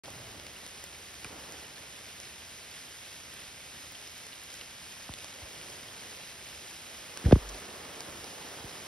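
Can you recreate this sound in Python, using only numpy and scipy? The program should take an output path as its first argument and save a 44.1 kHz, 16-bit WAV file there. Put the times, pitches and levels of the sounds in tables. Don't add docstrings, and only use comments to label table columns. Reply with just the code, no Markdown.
import sys
import numpy as np
from scipy import signal
from scipy.fft import rfft, irfft, next_fast_len
from scipy.io import wavfile
from scipy.ndimage import map_coordinates

SR = 44100
rng = np.random.default_rng(int(sys.argv[2]) if len(sys.argv) > 2 else 0)


def persist_wave(psi):
    counts = np.round(np.clip(psi, -1, 1) * 32767).astype(np.int16)
    wavfile.write(sys.argv[1], SR, np.atleast_2d(counts).T)


N = 391166


def amp(db):
    return 10 ** (np.asarray(db) / 20)


def unit(x):
    return x / np.sqrt(np.mean(x ** 2) + 1e-20)


def along(points, hz):
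    freqs, values = np.transpose(points)
    return np.interp(np.log(hz + 1), np.log(freqs + 1), values)


def wobble(rate_hz):
    knots = rng.standard_normal(int(N * rate_hz / SR) + 4)
    return map_coordinates(knots, [np.arange(N) * rate_hz / SR])


def filtered(x, response):
    size = next_fast_len(N + SR // 2)
    return irfft(rfft(x, size) * response(np.fft.rfftfreq(size, 1 / SR)), size)[..., :N]


def add(track, start_s, sound):
    span = track[round(start_s * SR):][:len(sound)]
    span += sound[:len(span)]


def ports(pair, spectrum):
    # freq_hz, likeness (0-1)
    alike = [(150, 0.98), (500, 0.83), (1000, 0.46), (1800, 0.88), (2650, 0.67), (3700, 0.55), (4300, 0.72),
             (5100, 0.94), (6000, 0.96), (7200, 1.0), (15000, 1)]
    # freq_hz, balance_db
    balance = [(150, -0.5), (700, -3.5), (1400, -2), (2000, -0.5), (2800, -1.9), (4300, -1.5), (5200, -0.2)]
    # freq_hz, lead_rad
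    lead = [(100, 0), (650, -0.45), (1700, -0.06), (2600, 1.02), (3600, 0.54), (4250, 1.16), (5100, 0.14),
            (5800, 1.23), (7000, 3.12), (8200, 3.42), (10000, 6.28), (11500, 6.39), (12700, 9.33),
            (14500, 9.52), (15500, 12.39)]

    def split(hz):
        angle = np.arccos(np.clip(along(alike, hz), 0, 1)) / 2
        return amp(along(spectrum, hz)) * [np.cos(angle), np.sin(angle)]

    def skew(hz):
        half = np.array([[.5], [-.5]])
        return amp(half * along(balance, hz)) * np.exp(1j * half * along(lead, hz))

    shared, apart = filtered(pair, split)
    return filtered(np.array([shared + apart, shared - apart]), skew)


def drops(per_second, spread_db, pitch_hz, cycles):
    when, distance, tone, phase = rng.random((int(per_second * N / SR), 4)).T
    t = np.arange(128) / SR
    hz = np.clip(pitch_hz * 2 ** (3 * tone - 2), 300, 16000)[:, None]
    gain = amp(-spread_db * np.log(0.035 + distance))[:, None]
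    envelope = gain * np.sqrt(hz) * np.exp(-t * hz / cycles)
    taps = envelope * np.cos(2 * np.pi * (hz * t + phase[:, None]))
    index = (when * N).astype(int)[:, None] + np.arange(len(t))
    return unit(np.bincount(index.ravel(), taps.ravel(), N)[:N])


def rain(start_db=-48, growth_db_per_s=0.2662, patter_db=-7, flutter_db=0.84, spray_db=-10, sway_db=3):
    # freq_hz, gain_db
    foliage = [(60, -16), (200, -4), (600, -3.5), (1200, -6), (2000, -1.5), (2850, -0.9), (4000, -3),
               (4550, -4.5), (5000, -2), (6000, -3.5), (8000, -4), (10500, -8), (13000, -10.5),
               (14300, -18), (15700, -34)]
    wash = rng.standard_normal((2, N)) * amp(flutter_db * np.array([wobble(14), wobble(27)]))
    patter = np.array([drops(per_second=900, spread_db=1.5, pitch_hz=4290, cycles=0.4) for _ in range(2)])
    spray = np.array([drops(per_second=600, spread_db=2, pitch_hz=10900, cycles=0.93) for _ in range(2)])
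    flurries = amp(spray_db + sway_db * np.tanh(wobble(6.6) + wobble(22)))
    level_db = start_db + growth_db_per_s * np.arange(N) / SR
    return amp(level_db) * unit(ports(wash + amp(patter_db) * patter + flurries * spray, foliage))


def swell(start_s, rise_s, hold_s, fade_db_per_s):
    age = np.arange(N) / SR - start_s
    return np.clip(age / rise_s, 0, 1) * amp(-fade_db_per_s * np.maximum(age - rise_s - hold_s, 0))


def rustle(rest_db=-68, lumps_db=1.5):
    # start_s, rise_s, hold_s, level_db, fade_db_per_s
    swells = [(0.0, 0.034, 0.2, -54, 10), (1.21, 0.11, 0.044, -50, 20), (5.093, 0.41, 0.073, -54, 8),
              (6.75, 0.62, 1.15, -49.5, 8)]
    # freq_hz, gain_db
    dull = [(60, -26), (150, -5), (350, -0.5), (600, -1.5), (1000, -4.5), (1800, -10.5), (4000, -29)]
    envelopes = [amp(db) * swell(start_s, rise, hold, fade) for start_s, rise, hold, db, fade in swells]
    strength = np.sqrt(amp(rest_db) ** 2 + np.sum(np.square(envelopes), axis=0))
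    return strength * amp(lumps_db * wobble(90)) * unit(ports(rng.standard_normal((2, N)), dull))


def rumble(air_db=-62, sway_db=1, puff_db=-54.5, puff_middle_s=0.23, puff_half_width_s=0.32):
    # freq_hz, gain_db
    air_spectrum = [(20, -46), (40, -13), (70, 0.5), (120, -3.5), (250, -14), (600, -40)]
    # freq_hz, gain_db
    puff_spectrum = [(30, -24), (75, 1), (125, 1), (190, -8), (350, -10), (800, -19), (2000, -54)]
    air = amp(air_db + sway_db * wobble(5)) * unit(ports(rng.standard_normal((2, N)), air_spectrum))
    puff_gain = amp(puff_db) * np.exp(-((np.arange(N) / SR - puff_middle_s) / puff_half_width_s) ** 2)
    return air + puff_gain * unit(ports(rng.standard_normal((2, N)), puff_spectrum))


def scuffs(resonance_q=1.2):
    # start_s, gain_db, length_s, centre_hz
    rubs = [(0.072, -46.5, 0.023, 750), (1.244, -43.5, 0.013, 1250), (4.613, -43, 0.008, 1900),
            (5.09, -43, 0.0061, 850), (5.412, -53, .012, 900), (7.243, -44, 0.028, 1700),
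            (7.247, -37.5, 0.064, 360), (7.3098, -32, 0.0036, 1350), (7.318, -29, 0.014, 1310),
            (7.32, -40.5, 0.009, 2930), (7.355, -35.5, 0.0044, 900), (7.485, -47.5, 0.016, 5900),
            (8.586, -43.5, 0.0044, 800)]
    colour = [(200, 1.0), (1000, 2.0), (2000, -1.5), (4500, 4.5), (9000, 6.5)]  # freq_hz, gain_db
    track = np.zeros(N)
    for start_s, db, length_s, centre_hz in rubs:
        size = int(length_s * SR)
        resonance = signal.iirpeak(centre_hz, resonance_q, SR)
        friction = rng.standard_normal(SR // 8)
        rub = signal.lfilter(*resonance, signal.lfilter(*resonance, friction))[-size:]
        add(track, start_s, amp(db) * unit(rub) * np.sin(np.linspace(0, np.pi, size)))
    return ports(np.array([track, np.zeros(N)]), colour)


def drips(delay_s=0.0009, splash_t60=0.0045, ring_t60=0.016, flex_hz=700, flex_t60=0.004, flex_db=-6):
    # start_s, gain_db, tick_hz, width_octaves, ring_hz, ring_db (against the tick)
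    close_drops = [(0.1027, -34, 6000, 3, 1500, -10), (0.3975, -30, 2400, 0.8, 1500, -7),
                   (0.4659, -29, 2700, 1.0, 2100, -6), (0.6635, -31, 4200, 1.4, 2150, -2),
                   (0.6765, -38, 10000, 0.8, 1500, -9), (0.8392, -28, 6500, 1.8, 2000, -4),
                   (0.9487, -34.5, 2400, 0.8, 2350, 4), (1.141, -32, 3200, 1.2, 1500, -9),
                   (1.2449, -27.5, 5000, 3, 2400, 5), (1.5218, -30.5, 3500, 2.2, 1500, -12),
                   (2.2005, -30.5, 5200, 0.91, 1500, -12), (3.339, -33, 10000, 0.6, 1500, -13),
                   (3.4013, -36, 10500, 0.5, 1500, -15), (3.436, -38, 5300, 1.5, 1500, -3),
                   (3.9209, -32, 12000, 0.6, 1500, -12), (3.952, -37, 2900, 1, 3050, -9),
                   (4.074, -40, 5000, 1, 5000, -9), (4.1795, -35, 10500, 0.9, 1500, -14),
                   (4.2666, -33, 6800, 0.9, 1500, -13), (4.33, -35, 2900, 0.7, 2900, -2),
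                   (4.418, -41, 9000, 1.2, 1500, -11), (4.54, -32.5, 8000, 1.5, 1500, -9),
                   (4.6107, -28, 2700, 1.1, 2870, 0), (5.1373, -26.5, 3700, 2.3, 3500, -3),
                   (5.187, -32, 2500, 1, 2200, -9), (5.2439, -26.5, 3000, 2.3, 3200, -4),
                   (5.6125, -34.5, 2800, 0.74, 2830, 2), (5.62, -37, 10000, 0.8, 1500, -12),
                   (5.70, -33, 8000, 1.2, 1500, -6), (5.8852, -36, 3100, 1, 3100, -9),
                   (5.965, -36, 5000, 1.2, 1500, -6), (7.173, -25, 5300, 1.7, 1540, -4.5),
                   (8.0056, -24, 3500, 1.4, 2300, -12), (8.2422, -31, 6000, 1.1, 1500, -9)]
    colour = [(200, 7.1), (2500, 7.5), (5000, 10.0), (8000, 13.3), (15000, 3.2)]  # freq_hz, gain_db
    track, t = np.zeros(N), np.arange(SR // 40) / SR
    for start_s, db, tick_hz, octaves, ring_hz, ring_db in close_drops:
        edges_hz = np.clip(tick_hz * 2 ** (octaves * np.array([-.5, .5])), 100, [15000, 20000])
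        splash = rng.standard_normal(len(t)) * amp(-60 * t / splash_t60)
        tick = signal.lfilter(*signal.butter(1, edges_hz, "bandpass", fs=SR), splash)
        ring = np.sin(2 * np.pi * ring_hz * t) * amp(-60 * t / ring_t60)
        pat = np.sin(2 * np.pi * flex_hz * t) * amp(-60 * t / flex_t60)
        parts = [(tick, 0), (ring, ring_db), (pat, flex_db)]
        drip = sum(amp(part_db) * part / np.linalg.norm(part) for part, part_db in parts)
        add(track, start_s + delay_s, amp(db) * drip)
    return ports(np.array([track, np.zeros(N)]), colour)


def plinks(per_second=14, pitch_hz=2950, octaves=0.35, cycles=13, rise=0.039, faint_db=-51, spread_db=1.9):
    # start_s, gain_db, pitch_hz
    clear = [(0.5628, -42, 2780), (1.777, -42, 1710), (3.952, -43, 3050), (4.074, -45, 5000),
             (4.4355, -51, 10900), (5.885, -42, 3120)]
    colour = [(1000, -5), (3000, 4.0), (9000, 14.0)]  # freq_hz, gain_db
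    count = int(per_second * N / SR)
    starts_s = rng.random(count) * N / SR
    faint = [(start_s, faint_db + spread_db * strength, pitch_hz * 2 ** (octaves * tone))
             for start_s, (tone, strength) in zip(starts_s, rng.standard_normal((count, 2)))]
    track, t = np.zeros(N), np.arange(SR // 25) / SR
    for start_s, db, hz in clear + faint:
        age = t * hz / cycles
        envelope = np.exp(-age) * (1 - np.exp(-10 * age))
        ring = np.sin(2 * np.pi * hz * t * (1 + rise * age / 2))
        add(track, start_s, amp(db) * envelope * ring)
    return ports(np.array([track, np.zeros(N)]), colour)


def knock(corner_hz, body_hz=62, lag_cycles=1.36, tilt=0.65, leak_db=-30):
    hz = np.fft.rfftfreq(SR // 2, 1 / SR) + 1
    bass_cut = 1 / np.sqrt(1 + (body_hz / hz) ** 8)
    contact = 1 / np.sqrt(1 + (hz / corner_hz) ** 10)
    treble_leak = amp(leak_db) / (1 + (hz / (6 * corner_hz)) ** 2)
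    lag = np.exp(-2j * np.pi * lag_cycles * np.log(hz))
    thud = irfft(bass_cut * (contact + treble_leak) * hz ** -tilt * lag)[:SR // 4]
    return thud / np.abs(thud).max()


def handling(hum_start_s=7.37, hum_length_s=0.23, hum_hz=48, hum_db=-42, left_lag_s=0.00014):
    # start_s, peak_db, corner_hz (higher is harder)
    knocks = [(1.2495, -42.5, 480), (5.091, -37, 308), (5.419, -41, 100), (7.239, -31.5, 300),
              (7.2518, -13.5, 124), (7.2567, -25, 330), (7.28, -23.5, 260), (7.31, -21, 800),
              (7.3244, -4, 624), (7.3579, -21, 430), (8.078, -47, 280), (8.183, -48, 350),
              (8.594, -50, 250), (8.639, -39, 380)]
    track = np.zeros(N)
    for start_s, db, corner_hz in knocks:
        add(track, start_s, amp(db) * knock(corner_hz))
    t = np.arange(int(hum_length_s * SR)) / SR
    hum = np.sin(np.pi * t / hum_length_s) * np.sin(2 * np.pi * hum_hz * t)
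    add(track, hum_start_s, amp(hum_db) * hum)
    left = filtered(track, lambda hz: np.exp(-2j * np.pi * hz * left_lag_s))
    return np.array([left, track])


def scene():
    return rain() + rustle() + rumble() + scuffs() + drips() + plinks() + handling()


def record(dry, start_s=0.035, fade_in_s=0.002, top_hz=15750):
    running = np.clip((np.arange(N) / SR - start_s) / fade_in_s, 0, 1)
    return filtered(dry * running, lambda hz: hz < top_hz)


dry = scene()
out = record(dry)
persist_wave(out)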